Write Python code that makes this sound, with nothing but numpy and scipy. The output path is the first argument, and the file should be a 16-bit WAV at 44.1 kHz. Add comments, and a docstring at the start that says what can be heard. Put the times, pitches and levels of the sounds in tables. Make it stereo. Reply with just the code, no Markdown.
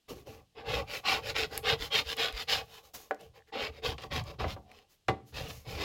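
"""A plastic scraper is worked back and forth over the waxed base of a snowboard in a garage.
Small knocks and faint strokes at the board's edge come first, then strong strokes towards its middle.
Light strokes lead to a hard knock at 3.1 s as the scraper is set down; the work then moves back to the edge.
A second hard knock at 5.1 s precedes the last strokes. Stick-slip friction drives the blade's rasp, the hiss
of flakes and the board's ringing and rocking; blows, cracking wax, room echo and air are added to it."""
import sys
import numpy as np
from scipy import signal
from scipy.fft import rfft, irfft, next_fast_len
from scipy.io import wavfile
from scipy.ndimage import uniform_filter1d, map_coordinates

SR = 44100
rng = np.random.default_rng(int(sys.argv[2]) if len(sys.argv) > 2 else 0)


def dump(signal):
    """Clip the signal to [-1, 1] and save it as 16-bit WAV at the path in sys.argv[1]."""
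    limited = np.clip(np.atleast_2d(signal).T, -1, 1)
    pcm = np.round(limited * 32767).astype(np.int16)
    wavfile.write(sys.argv[1], SR, pcm)


N = 257534  # samples

# Levels in the tables are relative, ahead of layer gains and microphone-port gains.
# steady room noise: hz, level_db
AIR_SPECTRUM = [(15, -44), (25, 2), (80, -5.5), (531, -17.5), (775, -19), (1130, -24.5), (2280, -23.5),
                (2840, -17), (4490, -20), (16000, -35.5)]
# reverberation of the garage: hz, t60_s
GARAGE_DECAY = [(100, 0.8), (500, 0.35), (2000, 0.27), (6000, 0.26), (14000, 0.25)]
# the two microphone ports: hz, coherence, left_over_right_db, left_lead_rad
PORT_RELATIONS = [(40.24, 0.36, -12.5, -1), (99, 0.71, -11.5, 1.75), (203, 0.26, -4, -1.5),
                  (322, 0.97, 2, -1.23), (460, 0.94, 5.5, -0.3), (750, 0.9, 2, 0.6), (1140, 0.8, 2.5, 2),
                  (1700, 0.24, 4.5, 2.5), (2400, 0.69, 6, 1.5), (3400, 0.19, 11.5, 1.8),
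                  (4060, 1, 12.5, 1.56), (7000, .15, 3.5, 1.5), (10000, 0.11, 5.5, -0.9),
                  (14000, .1, -4, 8.5)]
# the board tips on its supports under the hand: start_s, level_db, pitch_hz
SUPPORT_THUMPS = [(.107, -35.5, 333), (.124, -43, 188), (0.284, -44.5, 106), (.695, -31, 113),
                  (.765, -40, 75.4), (1.395, -38, 111), (1.725, -29, 120), (1.79, -39.5, 45),
                  (2.055, -40, 65.5), (2.325, -36, 46.4), (3.69, -40, 75), (3.885, -34.5, 115.6),
                  (4.175, -29.5, 117), (4.454, -32, 81)]
# the slowly moving blade stutters: start_s, length_s, level_db, slips_per_s, pitch_hz
STUTTERS = [(3.363, .07, -44, 70, 1750), (3.476, .05, -46.5, 70, 1770), (4.635, .11, -51.5, 69, 736)]
# wax chips snap off: start_s, peak_db, pitch_hz
WAX_CHIPS = [(1.577, -16.5, 11200), (1.577, -17.5, 2380), (2.168, -27, 11100), (2.325, -40, 8950),
             (2.326, -30.5, 3500), (2.658, -50.5, 12000), (3.110, -38.5, 5850), (3.146, -40, 5500),
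             (3.211, -42, 7000), (3.982, -50, 5970), (4.021, -42, 5980), (4.239, -40.5, 6000),
             (4.716, -41.5, 2000), (4.778, -50, 2500), (4.789, -42, 2500), (5.083, -30.5, 4920),
             (5.095, -40, 9100)]
# the scraper strikes the board: start_s, level_db, contact_cutoff_hz, boom_db, clatter_db,
# free_share (of each mode's t60, left by the damping hands)
BLOWS = [(0.089, -45.5, 900, -11, 5, 0.93), (0.11, -33, 450, -8, 10, 0.58), (0.159, -41, 400, -5, 8, 0.97),
         (0.271, -37, 550, -10, 9.5, 0.29), (3.1093, -11, 2130, -29, -19, 0.56),
         (3.21, -40, 600, 15, 4.5, 1), (3.981, -47.5, 3640, -18.5, 12, .7),
         (4.039, -31, 1520, -33, -5, 0.74), (4.298, -40, 1110, -19.5, -1.5, 0.93),
         (4.399, -25.5, 1510, -19, -1.5, 0.62), (4.441, -19.5, 1520, -11, -0.5, 0.49),
         (4.564, -37.5, 1190, -29.5, 5, 0.79), (5.0843, -13, 2600, 0, -2.5, 0.76),
         (5.105, -24, 1090, 7, -10, 0.78)]
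# modes of the struck board: hz, middle_db, edge_db, t60_s (undamped by the hands)
STRUCK_MODES = [(78, -19.5, 6, 0.27), (120, -17, 10.5, 0.36), (188, -17, -1.5, 0.18),
                (212, -28.5, -3.5, 0.56), (293, -20, -7, 0.43), (364, -12.5, 5.5, 0.11),
                (448.5, -2, 1, 0.16), (591, -3.5, -10, 0.16), (704, -13.5, -1.5, 0.14),
                (768, -7.5, 3, 0.19), (840, -33.5, -5.5, 0.11), (1008, -23, 6.5, 0.091),
                (1143, -8, 10.5, 0.082), (1490, -5.5, -27, 0.12), (1680, -3.5, -11.5, 0.055),
                (2030, -18, -0.5, 0.14)]
# the board's dense higher modes: hz, t60_s
CLATTER_DECAY = [(300, 0.22), (900, .13), (2000, 0.061), (6000, 0.087), (14000, 0.15)]
# scraper strokes, pushes and lighter returns: start_s, rise_s, fall_s, rasp_db, ring_db, rock_db, hiss_db,
# bite_hz (band favoured by the blade's angle), spot_hz (band fed by the contact spot)
SCRAPER_STROKES = [(0.078, 0.018, 0.073, -49.5, -48, -53.5, -60, 2800, 350),
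                   (0.15, 0.008, 0.11, -57.5, -55.0, -57, -69.5, 2500.0, 330.0),
                   (0.248, 0.03, 0.18, -56, -51.5, -54.5, -69.5, 2820, 335),
                   (0.545, 0.045, 0.07, -48, -46.5, -58, -83, 2110, 483),
                   (0.63, 0.12, 0.099, -34, -32.5, -39, -59.5, 2400, 460),
                   (0.85, 0.11, 0.056, -38.0, -44.0, -55, -56.5, 2480, 460),
                   (1.029, 0.074, 0.12, -28, -31.5, -46, -52.5, 2400, 1130),
                   (1.205, 0.086, 0.053, -38, -41, -44.5, -58, 2620, 467),
                   (1.336, 0.052, 0.094, -28.5, -35, -45, -54, 2400, 484),
                   (1.487, 0.064, 0.068, -41.5, -40.5, -48, -60.5, 1870, 454),
                   (1.62, 0.084, 0.068, -26.5, -31.5, -41.5, -55, 3360, 470),
                   (1.763, 0.076, 0.061, -37.0, -43.5, -49, -56, 4080, 460),
                   (1.895, 0.078, 0.064, -25, -35, -49, -51, 3650, 483),
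                   (2.037, 0.077, 0.043, -34.0, -45, -56, -55, 3700, 500),
                   (2.155, 0.058, 0.12, -27.5, -36.5, -52.5, -54.5, 3650.0, 540),
                   (2.3, 0.12, 0.027, -37, -45.5, -55.5, -59, 3400, 530),
                   (2.469, 0.038, 0.14, -29, -36, -48, -51, 3700, 790),
                   (2.645, 0.11, 0.087, -51.5, -56, -68, -66.5, 3520, 790),
                   (2.819, 0.024, 0.084, -61, -59.0, -72, -69, 3560, 780.0),
                   (2.931, 0.015, 0.036, -65, -52, -60, -50.5, 3520, 785),
                   (2.955, 0.0088, 0.16, -60.5, -57.5, -73, -62.5, 3500.0, 784),
                   (3.178, 0.032, 0.11, -60, -57.5, -58.5, -74, 3020, 483),
                   (3.33, 0.031, 0.064, -59.5, -55, -65, -78, 2500, 480),
                   (3.462, 0.025, 0.028, -65, -64, -70.5, -83, 2500, 480),
                   (3.517, 0.037, 0.094, -39.5, -34.5, -57, -72.5, 2730, 487),
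                   (3.555, 0.076, 0.083, -33.5, -36, -49, -63.5, 2220, 497),
                   (3.705, 0.069, 0.046, -53, -53, -58, -77.5, 2470, 503),
                   (3.815, 0.047, 0.1, -34.5, -36, -40.5, -58, 3280, 490),
                   (3.965, 0.07, 0.053, -47.5, -49, -47.5, -70.5, 2600, 1080),
                   (4.097, 0.052, 0.09, -34, -38, -34, -58.5, 1930, 900),
                   (4.225, 0.057, 0.092, -49.5, -50, -46.5, -71.5, 2180, 800),
                   (4.383, 0.018, 0.078, -38, -37, -34, -68.5, 1600, 780),
                   (4.43, 0.083, 0.048, -41.5, -48.5, -42.5, -63.5, 2900, 700),
                   (4.635, 0.12, 0.13, -59.5, -61, -85.5, -82.5, 2660, 480.0),
                   (4.874, 0.039, 0.074, -70.5, -81, -81.5, -74, 2700.0, 477),
                   (5.242, 0.048, 0.051, -75, -73, -72, -70.5, 2700.0, 450.0),
                   (5.318, 0.054, 0.22, -42, -46, -41, -62, 2700, 430),
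                   (5.47, 0.019, 0.21, -58.5, -62.5, -62, -61.5, 2680, 477),
                   (5.639, 0.067, 0.17, -44, -43.5, -38.5, -62, 2520, 530),
                   (5.745, 0.098, 0.08, -35, -35.5, -46, -59.5, 3100.0, 520.0)]
# where the blade works: time_s, edge_share (0 = middle of the board, 1 = its edge)
CONTACT_PATH = [(0, 1), (.6, 0.22), (3.6, 0.068), (4.1, 0.97), (5.8, 0.63)]
# the grip changes for a moment in uneven wax: peak_s, extra_db, spread_s (standard deviation)
GRIP_CHANGES = [(0.74, 2, .004), (1.082, 4.5, .01), (1.299, 4, .009), (1.365, 8.5, 0.0025),
                (1.698, 2.5, 0.0044), (1.824, 6, 0.0024), (2.01, -3, 0.00475), (2.378, 5, 0.0029),
                (2.537, 5, .01), (3.556, 4, 0.0013), (4.04, 8.5, 0.0026), (4.057, 3, .003),
                (4.116, 6.5, 0.005), (4.199, 2.5, 0.0027), (4.164, 9, 0.0023), (4.451, -1, .004),
                (5.343, 3, .005), (5.507, 8, 0.008)]
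# resonances of the board under the blade, middle and edge: hz, width_hz, level_db
MIDDLE_RESONANCES = [(290, 20, -16.5), (451.5, 21.6, 5.5), (545, 28, -6), (568, 25, -5.5),
                     (679.6, 24, -7.5), (787, 35, -3), (1012, 38, -13.5), (1112, 56, -8)]
EDGE_RESONANCES = [(307, 220, -3), (386, 27, 1.5), (420, 29, 3), (578.4, 96, -0.5), (740.5, 30, -1.5),
                   (864, 91, -10), (1000, 34, -7.5), (1174, 87, -9.5)]
# resonances of the blade: hz, width_hz, level_db
BLADE_RESONANCES = [(1510, 77, -6), (1890, 110, -12), (2460, 23, 3.5), (2500, 110, -1), (3260, 28, -5),
                    (3570, 47, -10), (3280, 37, -19.5), (4060, 50, -12), (5430, 83, -15.5)]
# slow bending modes of the whole board: hz, width_hz, level_db
BENDING_MODES = [(44.1, 28, -1.5), (79, 18.2, 1.5), (117, 20.7, -1), (178.3, 76, -9)]
# friction spectra of the rasp at middle and edge, of the hiss, the ring and the rocking: hz, level_db
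RASP_MIDDLE_SPECTRUM = [(600, -17.5), (1100, -9.5), (1400, 1.5), (2300, 1.5), (3300, -1), (4300, -4.5),
                        (5300, -4.5), (6100, -19), (7400, -15), (8500, -36), (12000, -53.5)]
RASP_EDGE_SPECTRUM = [(600, -16.5), (1100, 0), (1400, -4.5), (2200, -5), (3300, -5.5), (4300, -9),
                      (5300, -10), (6100, -19), (7400, -24.5), (8500, -33.5), (12000, -50)]
HISS_SPECTRUM = [(1500, -2.5), (4000, -2.5), (6500, 2), (8600, -9), (10500, -4), (13000, -2.5), (15800, -6)]
RING_SPECTRUM = [(80, -50.5), (230, 5), (380, -6), (1200, 4.5), (1700, -9), (3000, -56.5)]
ROCK_SPECTRUM = [(20, -22.5), (40, -7), (70, -2), (150, -1.5), (230, -5), (400, -34.5)]

TOP_HZ = 16050  # upper band limit
THUMP_RISE_CYCLES = 0.99  # a thump's envelope peaks after this many cycles
CREAK_RING_CYCLES = 3.8  # cycles in which a slip's ringing falls by a factor e
PUSH_HZ = 1250  # the scraper's edge springs back in about one cycle
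# each layer's amplitude grows as this power of the blade's speed
RASP_LAW, RING_LAW, ROCK_LAW, HISS_LAW = 1.73, 0.96, 1, 2.1
# how well each layer reaches the microphones (dB)
RASP_DB, RING_DB, ROCK_DB, HISS_DB = -1.5, -2.5, -1.5, 8.5
# how long the board's ring, its rocking and the loose flakes take to follow the blade (s)
RING_LAG_S, ROCK_LAG_S, HISS_LAG_S = 0.0043, 0.026, .003
LOOSE_DB, LOOSE_S = -15, .04  # loose flakes rustle on while the blade turns round
BITE_SAG_OCT_PER_S = 1.2  # the blade tilts as a stroke goes on, and its favoured band sinks
# the treble opens with speed (dB) and wax (dB per dB of hiss over rasp, relative to the usual)
TREBLE_HZ, TREBLE_SPEED_DB, TREBLE_PER_WAX, USUAL_WAX_DB = 4500, 4.5, 0.75, -25
EDGE_LEAN_DB = 0.5  # work at the board's edge leans further to the left


def amp(db):
    """Definition of level: decibels to amplitude ratio."""
    return 10 ** (np.asarray(db) / 20)


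def unit(x):
    """Normalisation of power: scale to rms 1."""
    return x / np.sqrt(np.mean(x ** 2) + 1e-20)


def along(points, hz, axis=1):
    """Logarithmic frequency scale: interpolate one column of a table on it."""
    table = np.transpose(points)
    return np.interp(np.log(hz + 1), np.log(table[0] + 1), table[axis])


def edge_share(t):
    """Linear motion between contact points: share of the board's edge at time t."""
    return np.clip(np.interp(t, *np.transpose(CONTACT_PATH)), 0, 1)


def wobble(rate):
    """Band-limited random modulation: a smooth curve with rate knots a second."""
    knots = rng.standard_normal(int(N * rate / SR) + 4)
    return map_coordinates(knots, [np.arange(N) * rate / SR])


def filtered(x, response):
    """Linear filtering: multiply the spectrum by a complex response of frequency."""
    n = x.shape[-1]
    m = next_fast_len(n + SR // 4, True)
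    return irfft(rfft(x, m) * response(np.fft.rfftfreq(m, 1 / SR)), m)[..., :n]


def butter(x, order, cutoff_hz, kind='low'):
    """Causal Butterworth filtering."""
    return signal.sosfilt(signal.butter(order, cutoff_hz, kind, fs=SR, output='sos'), x)


def resonances(modes, hz):
    """Modal superposition: damped resonators of alternating sign."""
    return sum((-1) ** k * amp(db) * 1j * hz * width / (centre ** 2 - hz ** 2 + 1j * hz * width)
               for k, (centre, width, db) in enumerate(modes))


def dying(t60s, length):
    """Frequency-dependent exponential decay of stereo noise."""
    hz, t, z = signal.stft(rng.standard_normal((2, length)), SR, nperseg=256)
    decay = 10 ** (-3 * t / along(t60s, hz)[:, None])
    return signal.istft(z * decay, SR, nperseg=256)[1][:, :length]


def add(track, s, sound):
    """Linear superposition: mix a sound in at time s."""
    part = track[..., round(s * SR):][..., :sound.shape[-1]]
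    part += sound[..., :part.shape[-1]]


def lean(left_db):
    """Interaural level difference: opposite gains move a sound towards the left port."""
    return amp(np.array([[1], [-1]]) * left_db / 2)


def ports(pair, colour):
    """Partial coherence: shared and diffuse signals meet two ports with level and phase differences."""
    def coherent_split(hz):
        turn = np.arccos(np.clip(along(PORT_RELATIONS, hz), 0, 1)) / 2
        return colour(hz) * np.array([np.cos(turn), np.sin(turn)])

    def port_response(hz):
        level = amp(along(PORT_RELATIONS, hz, axis=2) / 2)
        left = level * np.exp(.5j * along(PORT_RELATIONS, hz, axis=3))
        return left ** np.array([[1], [-1]])  # the right port is the inverse

    shared, diffuse = filtered(pair, coherent_split)
    return filtered(np.array([shared + diffuse, shared - diffuse]), port_response)


def record(dry):
    """Band limitation: nothing passes at or above TOP_HZ."""
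    return filtered(dry, lambda hz: hz < TOP_HZ)


def air():
    """Stationary broadband noise: the faint steady rush of the room."""
    noise = rng.standard_normal((2, N))
    return amp(-71.5) * unit(filtered(noise, lambda hz: amp(along(AIR_SPECTRUM, hz))))


def garage(x):
    """Diffuse reverberation: convolve with a decaying noise tail of the cluttered room."""
    tail = dying(GARAGE_DECAY, SR // 2)
    delayed = np.pad(x.mean(0), (SR // 100, 0))  # 10 ms
    return signal.fftconvolve(delayed[None], tail / np.linalg.norm(tail[0]), axes=1)[:, :N]


def thumps():
    """Low-frequency transient oscillation: soft thuds of the board on its supports."""
    track, t = np.zeros((2, N)), np.arange(SR // 3) / SR
    for s, db, hz in SUPPORT_THUMPS:
        u = t * hz / THUMP_RISE_CYCLES
        envelope = (u * np.exp(1 - u)) ** 2
        add(track[0], s, amp(db) * envelope * np.sin(2 * np.pi * hz * t))
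    return ports(track, np.ones_like)


def creaks():
    """Slow stick-slip: runs of ringing slips, slightly uneven in time and size."""
    track, t = np.zeros((2, N)), np.arange(SR // 25) / SR
    for start, length, db, rate, hz in STUTTERS:
        envelope = np.exp(-t * hz / CREAK_RING_CYCLES) * (1 - np.exp(-t * hz))
        slip = np.sin(2 * np.pi * hz * t) * envelope
        chance = rng.standard_normal((32, 2))
        for s, (late, size) in zip(np.arange(start, start + length, 1 / rate), chance):
            add(track[0], s + .08 * late / rate, amp(db + 2 * size) * slip)
    return ports(track, np.ones_like)


def chips():
    """Brittle fracture: wax cracks off in dry, band-limited noise bursts."""
    track, t = np.zeros((2, N)), np.arange(SR // 20) / SR
    for s, db, hz in WAX_CHIPS:
        decay = np.exp(-t / 0.0012) + .06 * np.exp(-t / 0.012)
        crack = rng.standard_normal((2, len(t))) * decay
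        tick = butter(crack, 1, [.7 * min(hz, 14000), min(1.3 * hz, 18000)], 'band')
        add(track, s, amp(db) * tick / np.abs(tick).max())
    return track


def knocks():
    """Impact excitation: a push, modes and dense clatter, low-passed by the softness of the contact."""
    track, t = np.zeros((2, N)), np.arange(SR // 2) / SR
    after_push = t - .0012
    for s, db, cutoff_hz, boom_db, clatter_db, free in BLOWS:
        edge = edge_share(s)
        ring = np.zeros((2, len(t)))
        for hz, middle_db, edge_db, t60 in STRUCK_MODES:
            chance_db = rng.normal(0, 1.5, (2, 1))
            level = (1 - edge) * middle_db + edge * edge_db + boom_db * (hz < 200) + chance_db
            # each mode takes about a cycle to build up
            envelope = amp(level - 60 * t / (free * t60)) * (1 - np.exp(-t * hz))
            ring += envelope * np.sin(2 * np.pi * hz * t)
        push = np.sin(2 * np.pi * PUSH_HZ * after_push) * np.exp(-(after_push / 0.0003) ** 2)
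        push = push * [[1], [.4]]  # shared, diffuse
        # the free edge clatters lower than the stiff middle
        lowest_hz = 440 * (1 - edge) + 270 * edge
        clatter = butter(dying(CLATTER_DECAY, len(t)), 4, lowest_hz, 'high')
        blow = 1.01 * push + 0.22 * ring + 1.38 * amp(clatter_db) * clatter
        add(track, s, amp(db) * butter(blow, 3, min(cutoff_hz, SR / 3)))
    return ports(track, np.ones_like)


def friction(colour, slips_per_s, spread_db, smooth):
    """Stick-slip friction: uneven slips and smooth sliding noise drive a body; the centre has rms 1."""
    size_db = spread_db * np.clip(rng.standard_normal(N), -2, 2)
    sizes = (rng.random(N) < slips_per_s / SR) * amp(size_db)
    slips = unit(sizes * rng.choice([-1, 1], (2, N)))
    pair = ports(slips + smooth * rng.standard_normal((2, N)), colour)
    return pair / pair.mean(0).std()


def blade_friction(spectrum):
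    """Forced vibration of the blade: direct sound plus its resonances."""
    def colour(hz):
        return amp(along(spectrum, hz)) * (1.4j + resonances(BLADE_RESONANCES, hz))
    return friction(colour, slips_per_s=1500, spread_db=2.0, smooth=0.83)


def board_friction(modes):
    """Forced vibration of the board: friction through its local resonances."""
    def colour(hz):
        return amp(along(RING_SPECTRUM, hz)) * resonances(modes, hz)
    return friction(colour, slips_per_s=600, spread_db=1, smooth=0.48)


def flake_friction():
    """Granular friction: many small slips of the wax flakes make a hiss."""
    return friction(lambda hz: amp(along(HISS_SPECTRUM, hz)), slips_per_s=3300, spread_db=-1.5, smooth=1.0)


def rocking_friction():
    """Forced bending: the hand's push rocks the whole board."""
    def colour(hz):
        return amp(along(ROCK_SPECTRUM, hz)) * resonances(BENDING_MODES, hz)
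    return friction(colour, slips_per_s=300, spread_db=0, smooth=0.63)


def travelling(x, favoured, octaves, favoured_db, patchy_db):
    """Moving-point excitation: the contact feeds changing standing waves, most near the favoured band."""
    hz, t, z = signal.stft(x, SR, nperseg=1024, noverlap=768)
    centre_hz = np.interp(t, *np.transpose(favoured))
    bell = np.exp(-.5 * (np.log2((hz[:, None] + 1) / centre_hz) / octaves) ** 2)
    patches = uniform_filter1d(rng.standard_normal(z.shape[1:]), size=2, axis=0)
    patches = uniform_filter1d(patches, size=14, axis=1)
    gain = amp(favoured_db * bell + patchy_db * unit(patches))
    # only the colour moves: the expected power stays the same
    power = np.mean(np.abs(z) ** 2, axis=(0, 2))[:, None]
    gain /= np.sqrt((power * gain ** 2).sum(0) / power.sum())
    return signal.istft(z * gain, SR, nperseg=1024, noverlap=768)[1][:, :N]


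def favoured_band(centres_hz, sag):
    """Contact-angle tuning: (s, Hz) path sinking by sag octaves a second through each stroke."""
    path = []
    for (start, rise, fall, *_), hz in zip(SCRAPER_STROKES, centres_hz):
        for dt in (-rise / 2, fall / 2):
            path.append((start + rise + dt, hz * 2 ** (-sag * dt)))
    return sorted(path)


def stroke_gain(peaks_db, law):
    """Power law of speed: in each stroke the blade speeds up from rest and slows to rest again."""
    t, power = np.arange(N) / SR, np.zeros(N)
    for (start, rise, fall, *_), db in zip(SCRAPER_STROKES, peaks_db):
        end = start + rise + fall
        on = slice(*np.searchsorted(t, [start, end]))
        progress = np.minimum((t[on] - start) / rise, (end - t[on]) / fall)
        speed = np.sin(np.pi / 2 * np.clip(progress, 0, 1))
        power[on] += (amp(db) * speed ** law) ** 2
    return np.sqrt(power)


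def lagging(gain, lag_s):
    """Energy storage: power follows the drive with time constant lag_s."""
    keep = np.exp(-1 / (lag_s * SR))
    return np.sqrt(signal.lfilter([1 - keep], [1, -keep], gain ** 2))


def opened(rasp, speed, wax_db):
    """Speed-dependent brightness: the rasp is duller when the blade is slow or slides on bare base."""
    treble = filtered(rasp, lambda hz: 1 - 1 / (1 + (hz / TREBLE_HZ) ** 10))
    treble_db = TREBLE_SPEED_DB * (np.minimum(speed, 1) - 1)
    treble_db += np.clip(TREBLE_PER_WAX * (wax_db - USUAL_WAX_DB), -7, 2.5)
    return rasp + (amp(treble_db) - 1) * treble


def scraping():
    """Friction-driven vibration: strokes sound the blade and flakes, and ring and rock the board."""
    rasp_db, ring_db, rock_db, hiss_db, bite_hz, spot_hz = np.transpose(SCRAPER_STROKES)[3:]
    t = np.arange(N) / SR
    edge = edge_share(t)

    def by_place(middle, rim):
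        return np.sqrt(1 - edge) * middle + np.sqrt(edge) * rim

    # uneven wax makes the grip flutter, more so at the edge
    grip_db = (1.0 + 0.76 * edge) * wobble(70) + 1.3 * wobble(300)
    for s, db, spread in GRIP_CHANGES:
        grip_db += db * np.exp(-.5 * ((t - s) / spread) ** 2)

    rasp = by_place(blade_friction(RASP_MIDDLE_SPECTRUM), blade_friction(RASP_EDGE_SPECTRUM))
    bite = favoured_band(bite_hz, BITE_SAG_OCT_PER_S)
    rasp = travelling(rasp, bite, octaves=0.2, favoured_db=3.5, patchy_db=4.0)
    # the hiss level over the rasp stands for the amount of wax cut
    peak_s = [start + rise for start, rise, *_ in SCRAPER_STROKES]
    wax_db = np.interp(t, peak_s, hiss_db - rasp_db)
    speed = stroke_gain(np.zeros(len(SCRAPER_STROKES)), 1)
    rasp = opened(rasp, speed, wax_db)

    ring = by_place(board_friction(MIDDLE_RESONANCES), board_friction(EDGE_RESONANCES))
    ring = travelling(ring, favoured_band(spot_hz, 0), octaves=0.53, favoured_db=6, patchy_db=4.0)

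    rasp_gain = stroke_gain(rasp_db, RASP_LAW)
    ring_gain = lagging(stroke_gain(ring_db, RING_LAW), RING_LAG_S)
    rock_gain = lagging(stroke_gain(rock_db, ROCK_LAW), ROCK_LAG_S)
    cutting = stroke_gain(hiss_db, HISS_LAW)
    hiss_gain = np.hypot(lagging(cutting, HISS_LAG_S), amp(LOOSE_DB) * lagging(cutting, LOOSE_S))

    # a hard stroke comes through the board and leans left; a light touch leans back to the right
    left_db = np.clip(.2 * (20 * np.log10(rasp_gain + 1e-9) + 32.6), -5, 2.2) + EDGE_LEAN_DB * edge
    return (rasp_gain * amp(RASP_DB + grip_db) * rasp * lean(left_db)
            + ring_gain * amp(RING_DB + 0.39 * grip_db) * ring
            + hiss_gain * amp(HISS_DB + 0.18 * grip_db) * flake_friction() * lean(left_db - 0.4)
            + rock_gain * amp(ROCK_DB) * rocking_friction())


def scene():
    """Superposition of direct sound, reverberation and room noise."""
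    strokes = scraping() + thumps() + creaks()
    blows = knocks() + chips()
    echo = garage(amp(-19) * strokes + amp(-14.0) * blows)
    return strokes + blows + echo + air()


dry = scene()
out = record(dry)
dump(out)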